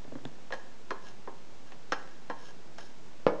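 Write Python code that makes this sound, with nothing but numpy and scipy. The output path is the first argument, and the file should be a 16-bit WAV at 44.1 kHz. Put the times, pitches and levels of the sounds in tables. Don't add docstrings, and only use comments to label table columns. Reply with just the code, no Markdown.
import sys
import numpy as np
from scipy import signal
from scipy.fft import rfft, irfft
from scipy.io import wavfile

SR = 44100
rng = np.random.default_rng(int(sys.argv[2]) if len(sys.argv) > 2 else 0)


def wrap_up_sound(samples):
    columns = np.atleast_2d(samples).T
    tamed = np.clip(columns, -1, 1)
    steps = np.round(tamed * 32767).astype(np.int16)
    wavfile.write(sys.argv[1], SR, steps)


N = 149940

# (frequency [Hz], level [dB], t60 [s])
PAN_WALL_MODES = [(276, -9, 0.038), (412, -5, 0.046), (482, -6, 0.16), (546, -12.5, 0.27), (800, -10, 0.16),
                  (915, -7, 0.12), (1035, -11.5, 0.04), (1065, -10.5, 0.19), (1210, -27.5, 0.032),
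                  (1344, -10.5, 0.077), (1658, -2, 0.1), (1840, -7, 0.092), (3140, -13, .12),
                  (4160, -11, 0.094)]
# (frequency [Hz], level [dB], t60 [s])
PAN_RIM_MODES = [(2787, -6.5, 0.088), (3084, -2, 0.051), (5240, -4, 0.12), (5370, 9, 0.017),
                 (6460, -3.5, 0.035), (6750, -16, 0.041), (9480, -19, .04)]


def undb(db):
    return 10 ** (np.asarray(db) / 20)


def unit(x):
    return x / np.sqrt(np.sum(x ** 2))


def add(out, start_s, x):
    i = max(int(start_s * SR), 0)
    out[i:i + len(x)] += x[:max(N - i, 0)]


def fade(t60_s):
    return np.exp(-np.log(1000) * np.arange(SR) / SR / t60_s)


def lowpass(x, hz, order=2):
    return signal.sosfilt(signal.butter(order, hz, fs=SR, output="sos"), x)


def through(x, response):
    return signal.fftconvolve(x, response)[:len(x)]


def click(colour, size=4096):
    hz, db = np.array(colour).T
    f = np.maximum(np.arange(size // 2 + 1) * SR / size, 1)
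    gain = undb(np.interp(np.log(f), np.log(hz), db))
    cepstrum = irfft(np.log(gain))
    cepstrum[1:size // 2] *= 2
    cepstrum[size // 2 + 1:] = 0
    pulse = irfft(np.exp(rfft(cepstrum)))
    return unit(np.pad(pulse, (0, SR - size)))


def burst(pulse, t60_s):
    return unit(through(rng.standard_normal(SR) * fade(t60_s), pulse))


def ring(modes):
    t = np.arange(SR) / SR
    out = np.zeros(SR)
    for k, (hz, db, t60_s) in enumerate(modes):
        out += (-1) ** k * undb(db) * fade(t60_s) * np.sin(2 * np.pi * hz * t)
    return out


def background():
    # (frequency [Hz], relative density [dB per Hz])
    hiss_colour = [(18, -11), (30, -33), (33, -12), (225, -2), (302, -6), (377, -4), (470, -7), (1140, -13),
                   (1220, -15.5), (1350, -14.5), (1600, -15.5), (2000, -17.5), (6510, -23), (8740, -33),
                   (10600, -52.5), (13800, -78), (22000, -120)]
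    hiss_db, whine_hz, whine_rms_db = -55, 7530, -86
    hiss = through(rng.standard_normal(N), click(hiss_colour))
    whine = np.sqrt(2) * np.sin(2 * np.pi * whine_hz * np.arange(N) / SR)
    return undb(hiss_db) * hiss + undb(whine_rms_db) * whine


def food_plops():
    # (time [s], level [dB], brightness [Hz], low thump [dB], wet tick [dB])
    plops = [(.043, -14.5, 2000, -15, -2), (.051, -8.5, 900, -12, -18), (0.076, -13, 696, 8, -20),
             (0.121, 0, 550, 0.5, -25), (0.154, 0, 1390, 2.5, -14), (0.165, -20, 600, -4, -30),
             (0.184, -13.5, 1700, -10, -9), (0.2525, -2, 2440, 6.5, 3.5), (0.384, -15, 1200, -21, -17)]
    # (frequency [Hz], level [dB])
    food_colour = [(80, -6.5), (200, 0), (550, 2.5), (1000, -5), (1250, -13), (1650, -3), (2400, -17),
                   (8000, -36)]
    # (frequency [Hz], level [dB])
    tick_colour = [(1500, -22), (2900, -5.5), (3400, 0), (4000, -1), (4700, -15), (7000, -18.5),
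                   (10500, -45)]
    # (frequency [Hz], level [dB], t60 [s])
    thump_modes = [(143.7, -2, 0.12), (241, 2.5, 0.1), (276, 0.5, 0.055)]
    food_gain_db, tick_gain_db, thump_gain_db = -12, -23.5, -41
    food_t60_s, tick_t60_s = .04, 0.0055

    out = np.zeros(N)
    food, tick, thump = click(food_colour), click(tick_colour), ring(thump_modes)
    for time_s, db, bright_hz, thump_db, tick_db in plops:
        x = undb(food_gain_db) * lowpass(burst(food, food_t60_s), bright_hz)
        x = x + undb(thump_gain_db + thump_db) * thump
        x = x + undb(tick_gain_db + tick_db) * burst(tick, tick_t60_s)
        add(out, time_s, undb(db) * x)
    return out


def kitchen(x):
    # (frequency [Hz], level [dB])
    room_colour = [(100, -3.5), (300, -1), (550, -1.5), (900, 1), (1300, -5.5), (1700, -1), (3500, -8),
                   (9000, -4)]
    t60_s, treble_t60_s, split_hz, delay_s = 0.52, 0.45, 3300, .012
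    noise = rng.standard_normal(SR)
    low = lowpass(noise, split_hz, order=1)
    tail = unit(low * fade(t60_s) + (noise - low) * fade(treble_t60_s))
    hz, db = np.array(room_colour).T
    bin_hz = np.arange(SR // 2 + 1) + 1
    gain = undb(np.interp(np.log(bin_hz), np.log(hz), db))
    tail = irfft(rfft(tail) * gain)[:SR * 3 // 4]
    return through(x, np.pad(tail, (int(delay_s * SR), 0)))


def disperse(x, count=6):
    corner_hz = 1522
    g = np.tan(np.pi * corner_hz / SR)
    a = (g - 1) / (g + 1)
    for _ in range(count):
        x = signal.lfilter([a, 1], [1, a], x)
    return x


def favour(x, hz):
    added_band_db, q = 2.5, 4.5
    band = signal.lfilter(*signal.iirpeak(hz, q, fs=SR), x)
    return x + undb(added_band_db) * band


def spoon_knocks():
    # (time [s], level [dB], contact brightness [Hz], low body [dB], pan ring [dB],
    #          high ping [dB], pitch favoured by the spot [Hz])
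    knocks = [(.5058, -15, 3200, 8, -14, -4, 510), (0.5233, -6, 4600, -1, 3.5, 5, 1760),
              (.536, -10.5, 8000, 5, -9.5, -10, 520), (0.9065, -2, 4000, -3, -2, -6, 1140),
              (.917, -15.5, 1200, 11, -20, -10, 438.4), (1.2745, -10.5, 1500, 5, -3.5, -14, 1090),
              (1.283, -17, 1000, 9.5, -11, -15, 395), (1.721, -19.5, 5000, 5, -11, -4, 2780),
              (1.9215, 2, 4720, -2, -0.5, 10, 1390), (1.9276, -5, 4500, -1, -8, -6, 2630),
              (2.075, -24, 5500, 0, -9, 2, 550), (2.2989, -6, 2650, 3.5, 2, 1, 1070),
              (2.309, -13, 1700, -3, -16, -10, 560), (2.784, -12, 8000, -9, -11, 7, 920)]
    # (frequency [Hz], level [dB])
    wood_colour = [(100, -16.5), (250, -4.5), (450, 2.5), (750, 2), (1300, -1.5), (1800, -3), (2300, -10.5),
                   (4000, -12), (6500, -14.5), (10500, -34.5)]
    crack_db, wood_db, wood_t60_s = -8.5, -7, 0.081
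    pan_db, rim_db, body_hz = -32, -51, 600

    out = np.zeros(N)
    wood = disperse(click(wood_colour))
    pan, rim = ring(PAN_WALL_MODES), ring(PAN_RIM_MODES)
    for time_s, db, bright_hz, body_db, ring_db, ping_db, spot_hz in knocks:
        x = undb(crack_db) * wood + undb(wood_db) * burst(wood, wood_t60_s)
        x = x + undb(pan_db + ring_db) * pan
        x = x + (undb(body_db) - 1) * lowpass(x, body_hz, order=1)
        x = lowpass(favour(x, spot_hz), bright_hz)
        add(out, time_s, undb(db) * (x + undb(rim_db + ping_db) * rim))
    return out


def spoon_scrapes():
    # (three times [s], level [dB], brightness [Hz]); sorted, the times are start, peak, end
    scrapes = [(0.532, 0.536, 0.72, -5, 3500), (1.001, 1.079, 1.132, 0.5, 5500),
               (1.658, 1.77, 1.66, -6, 4000), (1.94, 1.963, 2.33, -10, 6000),
               (2.32, 2.488, 2.535, -1, 6000), (2.776, 2.782, 2.89, -1, 7000),
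               (2.835, 2.934, 2.9, -7.5, 7000)]
    # (frequency [Hz], level [dB])
    rub_colour = [(200, 1), (800, 9.5), (1300, 6), (1680, -1), (2200, 2.5), (3150, -1.5), (4000, 6.5),
                  (5000, 1), (6500, 7), (7800, -9.5), (9600, -18), (10500, -32.5)]
    # (frequency [Hz], level [dB], t60 [s])
    rub_modes = [(1647, -80.5, 0.073), (3167, -84, .05), (9500, -83.5, 0.009)]
    rub_db, wall_db, rim_db = -55, -88.5, -83
    slips_per_s, slip_spread_db = 1500, 3

    t = np.arange(N) / SR
    slips = (rng.random(N) < slips_per_s / SR) * rng.standard_normal(N)
    slips = slips * undb(slip_spread_db * rng.standard_normal(N))
    slips = slips / slips.std()
    force = np.zeros(N)
    for *times_s, db, bright_hz in scrapes:
        swell = np.interp(t, np.sort(times_s), [0, 1, 0])
        force += undb(db) * swell * lowpass(slips, bright_hz, order=1)

    body = undb(rub_db) * click(rub_colour) + ring(rub_modes)
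    body += undb(wall_db) * ring(PAN_WALL_MODES) + undb(rim_db) * ring(PAN_RIM_MODES)
    return through(force, body)


def bowl_bump():
    # (frequency [Hz], level [dB])
    bump_colour = [(60, -31), (130, -0.5), (210, 3.5), (370, -3), (490, 9), (700, 0), (1250, -5),
                   (1550, -12.5), (2800, -24.5), (5500, -38), (7500, -61), (10000, -81)]
    # (frequency [Hz], level [dB])
    rattle_colour = [(60, -18), (130, -4), (230, -2.5), (380, 6), (490, 2.5), (700, -0.5), (1250, -1),
                     (1600, -10.5), (2400, -16.5), (3500, -25.5), (5500, -29), (10000, -59)]
    # (frequency [Hz], level [dB], t60 [s])
    bowl_modes = [(198, -1.5, 0.15), (315.7, -6.5, 0.58), (447, -5.5, .35), (490, 4.5, 0.31),
                  (566, -7, 0.25), (618, -6, 0.61), (725, -9, 0.1), (935, -3.5, 0.14), (1240, -8.5, 0.34),
                  (1556, -17, .22), (1707, -13.5, .22), (2240, -14, .2)]
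    time_s, blow_db, rattle_db, rattle_t60_s, bowl_db = 3.2667, 7.5, 1.5, 0.13, -29
    flex_mode = (509, -10, 0.028)

    out = np.zeros(N)
    x = undb(blow_db) * click(bump_colour) + ring([flex_mode])
    x += undb(rattle_db) * burst(click(rattle_colour), rattle_t60_s)
    x += undb(bowl_db) * ring(bowl_modes)
    add(out, time_s, x)
    return out


def scene():
    pan_wet_db, bowl_wet_db = -8.5, -9.5
    bowl = food_plops() + bowl_bump()
    pan = spoon_knocks() + spoon_scrapes()
    wet = kitchen(undb(pan_wet_db) * pan + undb(bowl_wet_db) * bowl)
    return (pan + bowl + wet + background())[None]


def record(dry):
    saturation, top_hz, offset = 0.52, 10800, .0207
    rounded = dry / (1 + (dry / saturation) ** 4) ** (1 / 4)
    top_cut = signal.ellip(8, .2, 70, top_hz, fs=SR, output="sos")
    return signal.sosfilt(top_cut, rounded) + offset


dry = scene()
out = record(dry)
wrap_up_sound(out)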